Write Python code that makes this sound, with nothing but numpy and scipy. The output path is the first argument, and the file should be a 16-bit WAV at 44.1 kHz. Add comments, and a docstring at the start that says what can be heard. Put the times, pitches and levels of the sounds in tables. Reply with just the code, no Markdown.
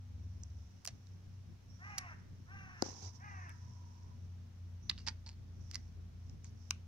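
"""Outdoors on dry ground, a tortoise bites and tears a crisp leaf a hand's width from a camera.
The ribs snap by brittle fracture and the fibres crackle in runs of tiny clicks. Some way off a crow
caws three times, its pulsing voice filtered by throat and beak. A finger knocks on the camera's case
and rubs its microphone ports. Behind it all lie a rumble and hush of air, faint high whistles and
the harmonic hum of a distant engine, slowly sinking in pitch."""
import sys
import numpy as np
from scipy import signal
from scipy.fft import rfft, irfft, next_fast_len
from scipy.io import wavfile
from scipy.ndimage import uniform_filter1d

SR = 44100
rng = np.random.default_rng(int(sys.argv[2]) if len(sys.argv) > 2 else 0)


def transcribe(u):
    """Save the signal u as a 16-bit wav file named by the first command-line argument.

    u: samples, shape (n,) or (channels, n), limited to [-1, 1]; the rate is SR.
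    q: integer samples, one column per channel.
    """
    v = np.clip(np.atleast_2d(u).T, -1, 1)
    q = np.round(v * 32767).astype(np.int16)
    wavfile.write(sys.argv[1], SR, q)


N = 302967
T = np.arange(N) / SR


def amp(db):
    """Amplitude ratio of a level in decibels."""
    return 10 ** (np.asarray(db) / 20)


def unit_rms(x):
    """Normalisation to rms 1."""
    return x / np.sqrt(np.mean(x ** 2) + 1e-30)


def at_freq(points, hz):
    """Interpolation of (f/Hz, value) points on a logarithmic frequency axis."""
    f, value = np.transpose(points)
    return np.interp(np.log(hz + 1), np.log(f + 1), value)


def swells(rows, rest_db):
    """Power sum of Gaussian envelopes (t/s, half width/s, level/dB) and a resting level."""
    power = sum((amp(db) * np.exp(-((T - s) / width) ** 2)) ** 2 for s, width, db in rows)
    return np.sqrt(amp(rest_db) ** 2 + power)


def held(start, end, db, fade_s):
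    """Trapezoidal envelope: fades in, holds, fades out."""
    return amp(db) * np.clip(np.minimum(T - start, end - T) / fade_s, 0, 1)


def add(mix, s, sound):
    """Superposition of a sound on the stereo mix at time s."""
    part = mix[:, max(round(s * SR), 0):][:, :sound.shape[-1]]
    part += sound[..., :part.shape[1]]


def delay(x, s):
    """Circular time shift by s seconds."""
    return np.roll(x, round(s * SR), axis=-1)


def pan(lr_db):
    """Constant-power gains for a level difference L-R, left minus right."""
    return unit_rms(amp(np.array([[lr_db / 2], [-lr_db / 2]])))


def colour(x, points, size=4096):
    """Minimum-phase filter with the response (f/Hz, gain/dB)."""
    log_gain = np.log(amp(at_freq(points, abs(np.fft.fftfreq(size, 1 / SR)))))
    taps = np.fft.ifft(np.exp(np.conj(signal.hilbert(log_gain)))).real[:size // 2]
    return signal.oaconvolve(np.atleast_2d(x), taps[None], axes=1)[:, :x.shape[-1]]


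def band(x, lo_hz, hi_hz, order=3):
    """Butterworth band-pass."""
    return signal.sosfilt(signal.butter(order, [lo_hz, hi_hz], "band", fs=SR, output="sos"), x)


def resonate(x, hz, width_hz, stages=1):
    """Damped resonators of unit gain in cascade; their frequency may vary in time."""
    turn = np.exp(2j * np.pi * np.cumsum(hz * np.ones(x.shape[-1])) / SR)
    pole = np.exp(-np.pi * width_hz / SR)
    for _ in range(stages):
        x = 2 * (turn * signal.lfilter([1 - pole], [1, -pole], x / turn + 1e-18)).real
    return x


def wander(rate_hz, n=N):
    """Random modulation: low-pass noise of rms 1."""
    size = next_fast_len(N)
    low_pass = np.exp(-(np.fft.rfftfreq(size, 1 / SR) / rate_hz) ** 2)
    return unit_rms(irfft(rfft(rng.standard_normal(size)) * low_pass, size))[:n]


# Reverberation time of the yard: f/Hz, T60/s
YARD_T60 = [(300, 0.059), (1500, 0.2), (4000, 0.24), (8000, 0.19), (16000, 0.049)]
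def echoes(x, t60_scale=1, size=256):
    """Reverberation: ground, fence and plants scatter sound into an exponentially decaying tail."""
    hz, t, spectra = signal.stft(rng.standard_normal((2, SR)), SR, nperseg=size)
    decay_db = -60 * t / (t60_scale * at_freq(YARD_T60, hz)[:, None])
    tail = signal.istft(spectra * amp(decay_db), SR, nperseg=size)[1][:, :SR]
    tail *= np.minimum(T[:SR] / 0.0016, 1)
    tail = colour(tail, [(300, -10), (1400, 2.5), (3000, -4.5), (6000, -15), (9000, -7), (16000, -25)])
    return signal.oaconvolve(x.mean(0)[None], unit_rms(tail) / np.sqrt(SR), axes=1)[:, :N]


# Ambient noise spectrum: f/Hz, relative spectral density/dB
AIR_SPECTRUM = [(20, -6), (40, -11), (70, -2), (110, -1), (160, -3), (230, -10), (320, -17), (500, -23.5),
                (1000, -27.5), (2000, -31.5), (4000, -34), (6300, -36.5), (8300, -47.5), (15000, -47.5)]
# Likeness of left and right: f/Hz, correlation/1
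AIR_CORRELATION = [(60, 0.68), (130, 0.62), (290, 0.29), (640, 0.16), (2000, 0.06)]
# Envelope of the rumble: t/s, relative level/dB
AIR_SWELL = [(0, -62.5), (4.7, -61.5), (5.4, -58.5), (6.87, -63.5)]
def air(gain_db=2, flutter_db=2.8, crossover_hz=450):
    """Partially coherent noise: a swelling rumble, much alike on both sides, under a diffuse hush."""
    size = next_fast_len(N)
    left, independent = rfft(rng.standard_normal((2, size)))
    hz = np.fft.rfftfreq(size, 1 / SR)
    correlation = at_freq(AIR_CORRELATION, hz)
    right = correlation * left + np.sqrt(1 - correlation ** 2) * independent
    spectrum = np.array([left, right]) * amp(at_freq(AIR_SPECTRUM, hz))
    low_share = 1 / (1 + (hz / crossover_hz) ** 4)
    rumble = irfft(spectrum * low_share, size)[:, :N]
    hush = irfft(spectrum * (1 - low_share), size)[:, :N]
    swell = amp(np.interp(T, *np.transpose(AIR_SWELL)) + flutter_db * wander(8))
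    return (rumble * swell + hush * swell.mean()) / np.std(rumble + hush) * amp(gain_db) * pan(0.63)


# Spells of a faint far tone: start/s, end/s, level/dB
FAR_TONE = [(2.903, 3.6, -72), (3.58, 4.173, -70.5)]
def far_tone(hz=975, width_hz=95, fade_s=0.054):
    """Narrow-band noise, heard as a fuzzy pitch at its centre frequency."""
    tone = unit_rms(resonate(rng.standard_normal((2, N)), hz, width_hz, stages=2))
    return tone * sum(held(*row, fade_s) for row in FAR_TONE) * pan(-0.93)


# The engine's main partial: t/s, f/Hz, level/dB
ENGINE_LINE = [(0, 92.9, -50.5), (.85, 94.3, -54.5), (2.6, 92.4, -53.5), (4.149, 89.63, -51.5),
               (5, 88.06, -51.5), (6.25, 86.6, -52), (6.55, 88.2, -53), (6.87, 87.2, -53)]
# Swells of its lower partial: t/s, half width/s, level/dB
UNDERTONE = [(1.8, 0.36, -66), (5.1, 0.5, -58), (6, .55, -57)]
# Its upper partials, re the main one: frequency ratio/1, level/dB
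OVERTONES = [(1.3, -12.5), (1.97, -20.5), (2.58, -21.5)]
def engine(under_ratio=0.647, dip_db=-7.5, dip_width_s=0.069, waver_db=2.5, overtone_waver_db=3):
    """Atmospheric fading: the low partials of a distant engine come and go on the moving air."""
    times, hz, db = np.transpose(ENGINE_LINE)
    dips = sum(np.exp(-((T - s) / dip_width_s) ** 2) for s in (0.83, 1.62, 2.26, 2.65, 6.37))
    phase = 2 * np.pi * np.cumsum(np.interp(T, times, hz)) / SR
    gain = amp(np.interp(T, times, db) + dip_db * dips)
    hum = gain * np.sin(phase + 0.058 * wander(3.6)) * amp(waver_db * wander(9.8))
    hum += swells(UNDERTONE, rest_db=-69) * np.sin(under_ratio * phase + 0.089 * wander(6.3))
    for ratio, over_db in OVERTONES:
        fading = amp(over_db + overtone_waver_db * wander(3.8))
        hum += gain * fading * np.sin(ratio * phase + wander(3.5))
    return np.sqrt(2) * hum * pan(1)


# A second, brief hum: start/s, end/s, level/dB
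DRONE = (0.038, 0.725, -50.5)
def drone(hz=74, sub_db=-17, fade_s=0.11):
    """A low pure tone with a subharmonic at a third of its frequency."""
    phase = 2 * np.pi * hz * T
    hum = np.sin(phase) + amp(sub_db) * np.sin(phase / 3)
    return np.sqrt(2) * held(*DRONE, fade_s) * hum * pan(1)


# Thin high whistles: start/s, end/s, start f/Hz, end f/Hz, level/dB
WHISTLES = [(1.671, 1.794, 5600, 5630, -70.5), (2.549, 2.766, 6060, 6050, -76.5),
            (3.219, 3.507, 5900, 6060, -74), (4.813, 4.909, 5880, 5930, -69.5)]
def whistles(width_hz=330, waver=0.019):
    """Noise through a narrow, wavering resonance gives faint whistles of nearly level pitch."""
    out = np.zeros((2, N))
    for start, end, from_hz, to_hz, db in WHISTLES:
        t = np.arange(start, end, 1 / SR)
        hz = np.interp(t, [start, end], [from_hz, to_hz]) * (1 + waver * wander(24, len(t)))
        tone = resonate(rng.standard_normal((2, N))[:, :len(t)], hz, width_hz, stages=2)
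        add(out, start, amp(db) * unit_rms(tone) * signal.windows.tukey(len(t), 0.5) * pan(-10))
    return out


# Strokes of skin over the ports: peak t/s, half width/s, relative level/dB
STROKES = [(.7, 0.64, -75), (1.95, 0.21, -68.5), (2.7, 0.51, -78), (2.868, 0.042, -50.5),
           (2.935, 0.11, -56), (3.05, 0.045, -51.5), (3.155, 0.024, -61.5), (3.55, 0.59, -70.5),
           (5.0, .18, -76), (5.72, 0.16, -69.5), (6.28, 0.076, -75.5), (6.47, 0.029, -66), (6.66, 0.1, -70)]
# Spectrum of the dull rub: f/Hz, gain/dB
RUB_SPECTRUM = [(80, -13), (200, -0.5), (370, -1.5), (620, -8), (780, -2.5), (1000, -3), (1300, -16),
                (2500, -17), (5000, -49)]
def finger_rub(port_hz=5650, port_width_hz=1150, grain_db=1.5, rub_grain_db=3.5, hiss_db=-1, firm_db=-56):
    """Friction noise: a grainy hiss in the right port's resonance and a dull rub on the left."""
    friction = rng.standard_normal((2, N)) * amp(grain_db * wander(130))
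    skin = resonate(friction, port_hz, port_width_hz)
    light = unit_rms(resonate(skin, port_hz, port_width_hz))
    firm = unit_rms(band(skin, 2550, 7600, order=4))
    touch = swells(STROKES, rest_db=-82)
    firmness = touch / (touch + amp(firm_db))  # pressing harder widens the hiss and brings in the rub
    hiss = np.sqrt(1 - firmness ** 2) * light + firmness * firm
    rub = unit_rms(colour(rng.standard_normal(N) * amp(rub_grain_db * wander(120)), RUB_SPECTRUM))
    return touch * (hiss * amp(hiss_db) * pan(-14) + rub * firmness * pan(27))


# Modes of the camera's case: f/Hz, relative level/dB, T60/s
CASE_MODES = [(253, -20.5, .02), (338, -23.5, 0.03), (516, -32.5, 0.055), (727, -25, 0.022),
              (940, -56, .008), (1460, -32, 0.027)]
# Knocks of the finger: t/s, gain/dB
KNOCKS = [(2.8242, -2.5), (2.862, -22), (2.886, -22.5)]
def finger_knocks():
    """Impulse response: each knock sets the damped modes of the case ringing, on the left."""
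    out = np.zeros((2, N))
    t = T[:SR // 10]
    modes = sum(amp(db - 60 * t / t60) * np.cos(2 * np.pi * hz * t) for hz, db, t60 in CASE_MODES)
    knock = band(modes, 85, 980, order=2)
    for s, db in KNOCKS:
        add(out, s, amp(db) * knock)
    return out * pan(27)


def voice_source(t, hz, rough, jitter=0.0503, flutter_db=3.5, harmonics=19):
    """Quasi-periodic excitation: jittery pulses mixed with a share, rough, of puffs of breath."""
    cycles = np.cumsum(hz * (1 + jitter * rough * wander(155, len(t)))) / SR
    # on the way across the yard each harmonic fades in and out on its own
    fades_db = flutter_db * rng.standard_normal((harmonics + 1, 20))
    moments = np.linspace(0, t[-1], 20)
    pulses = unit_rms(sum(amp(np.interp(t, moments, fades_db[k])) * np.cos(2 * np.pi * k * cycles)
                          for k in range(1, harmonics + 1)))
    airflow = 0.19 + np.exp(-(cycles % 1) / 0.35)
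    puffs = unit_rms(band(airflow * rng.standard_normal(N)[:len(t)], 300, 5600))
    shimmer = 1 + 0.15 * wander(90, len(t))
    return (1 - rough) * pulses * shimmer + rough * puffs


# The caw as heard, throat formants plus the microphone port's resonance near 5.9 kHz: f/Hz, gain/dB
CAW_SPECTRUM = [(300, -46), (600, -9), (800, -1), (1200, 0), (1700, -2.5), (2400, -2), (2700, -2.5),
                (3200, -25), (4500, -26.5), (5900, -9.5), (7000, -50)]
def caw(length, rise_s, top_hz, sag_hz_per_s, db, open_hz, treble_db,
        attack_s=0.063, sag_db_per_s=12, release_s=0.032, treble_hz=1680, shut_db=-31, beak_db=8):
    """Source-filter model: pitch and beak resonance rise together, then sink as the voice roughens."""
    t = np.arange(0, length, 1 / SR)
    opening = np.sin(np.pi / 2 * np.minimum(t / rise_s, 1))
    past_top_s = np.maximum(t - rise_s, 0)
    end_drop = 1 - 0.101 * np.exp((t - length) / 0.0365)  # the pitch falls as the call gives out
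    sinking = (1 - sag_hz_per_s * past_top_s / top_hz) * end_drop
    pitch_hz = top_hz * (0.8 + 0.2 * opening) * sinking
    beak_hz = open_hz * (0.81 + 0.19 * opening) * sinking ** 0.37
    voice = colour(voice_source(t, pitch_hz, rough=0.28 + 0.22 * (t / length) ** 2), CAW_SPECTRUM)[0]
    dull = signal.sosfiltfilt(signal.butter(2, treble_hz, fs=SR, output="sos"), voice)
    voice = dull + amp(treble_db + shut_db * (1 - opening)) * (voice - dull)  # a shut beak muffles
    voice += amp(beak_db) * resonate(voice, beak_hz, width_hz=330)
    gate = np.minimum(t / attack_s, 1) * np.minimum((length - t) / release_s, 1)
    running_rms = np.sqrt(abs(uniform_filter1d(voice ** 2, SR // 30)) + 1e-12)
    return gate * amp(db - sag_db_per_s * past_top_s) * voice / running_rms


# Caws: t/s, length/s, rise/s, top f/Hz, sag/(Hz/s), level/dB, open beak f/Hz, treble/dB, right lag/s
CAWS = [(1.786, 0.37, 0.12, 417, 397.6, -52, 2050, -5, 0.00024),
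        (2.461, 0.41, .1, 399.8, 191.8, -56, 1710, 1, 0.00023),
        (3.185, .35, .08, 413.3, 324.8, -54, 1900, -8, 0.00038)]
def crow(echo_db=-17):
    """Path difference: the crow moves about on the left, so its calls reach the right port later."""
    out = np.zeros((2, N))
    for start, *shape, lag_s in CAWS:
        voice = caw(*shape)
        add(out, start, np.array([voice, delay(voice, lag_s)]))
    return out + amp(echo_db) * echoes(out[:1], t60_scale=3)


# Runs of tearing fibres: peak t/s, swell/s, fade/s, level/dB, beak hollow f/Hz, leaf ring f/Hz
TEARS = [(0.875, 0.0012, 0.025, -44, 696, 5600), (1.985, .004, 0.0045, -36.5, 760, 5720),
         (4.899, 0.0077, 0.016, -38, 1930, 4500), (4.985, 0.0054, 0.055, -55, 2800, 4560),
         (5.083, 0.02, 0.019, -36, 944, 4610), (5.27, 0.0097, 0.056, -52.5, 930, 4300),
         (5.756, .045, 0.019, -48.5, 2020, 4900), (6.452, 0.014, 0.032, -63.5, 1050, 6300),
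         (6.708, .001, 0.0041, -31, 2810, 4340)]
# Spectrum of a fibre's click: f/Hz, gain/dB
FIBRE_SPECTRUM = [(300, -16), (600, -15.5), (950, -12), (2000, -4.5), (3000, -10.5), (4500, 0),
                  (5800, -5.5), (7500, -15.5), (10000, -31.5), (16000, -54)]
def fibre_tears(fibres_per_s=3000, spread_db=7.5, fade_db=19, hollow_db=-10, ring_db=-3, size=4096):
    """Shot noise: fibres give way in random clicks that ring the leaf and the tortoise's hollow beak."""
    out = np.zeros((2, N))
    for peak_s, swell_s, fade_s, db, hollow_hz, ring_hz in TEARS:
        t = T[:size] - swell_s
        force = amp(db - fade_db * np.maximum(-t / swell_s, t / fade_s))
        breaks = rng.random(size) < fibres_per_s / SR
        strength = amp(spread_db * np.minimum(rng.exponential(1, size), 3))
        polarity = rng.choice([-1, 1], size) + 0.52 * rng.standard_normal((2, size))
        clicks = force * breaks * strength * polarity
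        hollow = unit_rms(resonate(clicks, hollow_hz, width_hz=200, stages=2))
        ring = unit_rms(resonate(clicks, ring_hz, width_hz=650, stages=2))
        run = unit_rms(colour(clicks, FIBRE_SPECTRUM)) + amp(hollow_db) * hollow + amp(ring_db) * ring
        add(out, peak_s - swell_s, unit_rms(run) * np.sqrt(np.mean(force ** 2)) * pan(-4))
    return out


# Sharp clicks, leaf ribs snapping and, at 2.82 s, the tick of the finger's knock:
# t/s, level/dB, ring f/Hz, relative body/dB, relative edge/dB, ring L-R/dB
CLICKS = [(0.435, -45, 6130, -28, -30, -4), (0.8487, -48.5, 5050, -24, -1, -29),
          (0.8529, -43, 6100, -4, -3.5, 30), (0.8628, -43.5, 5230, -25, -7, -22),
          (0.8751, -34.5, 5800, -12, -10, -3), (0.8837, -47, 5260, -6, -12, -1),
          (1.0704, -61, 5000, -22, -17, -6), (1.981, -34, 5600, -14, -14, 1),
          (1.984, -30.5, 6150, -19, -6.5, -10), (2.8227, -28, 5460, -22.5, -21, -17),
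          (3.4942, -62.5, 5800, 7, 6.5, 21), (4.897, -24.5, 4130, -17.5, -23, -4),
          (4.913, -55, 4960, 11.5, -22, -16), (4.9787, -51, 4440, -2, -26, -8),
          (5.0667, -43.5, 3900, -15, -32, 12), (5.0748, -39, 4044, -3.5, -42, -11),
          (5.0854, -33, 4700, -6, -47, -18), (5.2632, -50, 4300, -32, -27, -5),
          (5.2908, -51, 5400, -6, -33, 2), (5.713, -45, 5350, -10.5, -14, -6),
          (5.7452, -41.5, 5200, -21, -12, -14), (5.7557, -34.5, 5170, -11.5, -18, -6),
          (6.2967, -56, 4950, -18, -34, -6), (6.4447, -51, 6540, -11.5, -24, -4.5),
          (6.7078, -28, 5840, -27, -16, 17), (6.7085, -30.5, 4980, -2.5, -12, -4)]
def sharp_clicks(burst_s=0.00039, lead_db=-19, lead_s=0.0011, tail_db=-17, tail_s=0.0014,
                 edge_trim_db=-1, size=1024):
    """Impulsive excitation: a rib's brittle fracture, or the finger's tick, is a broadband burst."""
    out = np.zeros((2, N))
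    t = T[:size] - 0.003
    burst_gain = np.sqrt(0.002 * SR / size)  # the level holds for the energy spread over 2 ms
    burst = np.exp(-abs(t) / burst_s) * (t >= 0)
    # in a rib, a few fibres give before the break and splinters follow it
    lead = amp(lead_db) * np.exp(-abs(t) / lead_s)
    skirts = np.where(t < 0, lead, amp(tail_db) * np.exp(-abs(t) / tail_s))
    for s, db, hz, body_db, edge_db, lr_db in CLICKS:
        burst_noise, skirt_noise = rng.standard_normal((2, size))
        per_side = rng.standard_normal((2, size))
        crack = (burst_noise + 0.093 * per_side) * burst + (skirt_noise + per_side) * skirts
        ring = unit_rms(band(resonate(crack, hz, width_hz=1300), 0.78 * hz, 1.346 * hz)) * pan(lr_db)
        bounce = 0.17 * delay(crack, 0.0026)  # the ground reflects the lower band
        body = unit_rms(band(crack + bounce, 1000, 3320, order=4)) * pan(0.16 * lr_db)
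        edge = unit_rms(band(crack, 7400, 14000, order=2)) * pan(0.5 * lr_db)
        click = ring + amp(body_db) * body + amp(edge_db + edge_trim_db) * edge
        add(out, s + t[0], burst_gain * amp(db) * click)
    return out


def scene(near_echo_db=-21):
    """Superposition: the leaf close by, a little to the right, over crow, background and finger."""
    near = sharp_clicks() + fibre_tears()
    direct = np.array([delay(near[0], 0.00004), near[1]])
    reflected = amp(near_echo_db) * echoes(near)
    distant = crow() + whistles() + engine() + drone() + air() + far_tone()
    return direct + reflected + distant + finger_rub() + finger_knocks()


def record(dry, cutoff_hz=15800):
    """Band limiting by a linear-phase low-pass filter."""
    taps = signal.firwin(255, cutoff_hz, window=("kaiser", 9), fs=SR)
    return signal.oaconvolve(dry, taps[None], "same", axes=1)


dry = scene()
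out = record(dry)
transcribe(out)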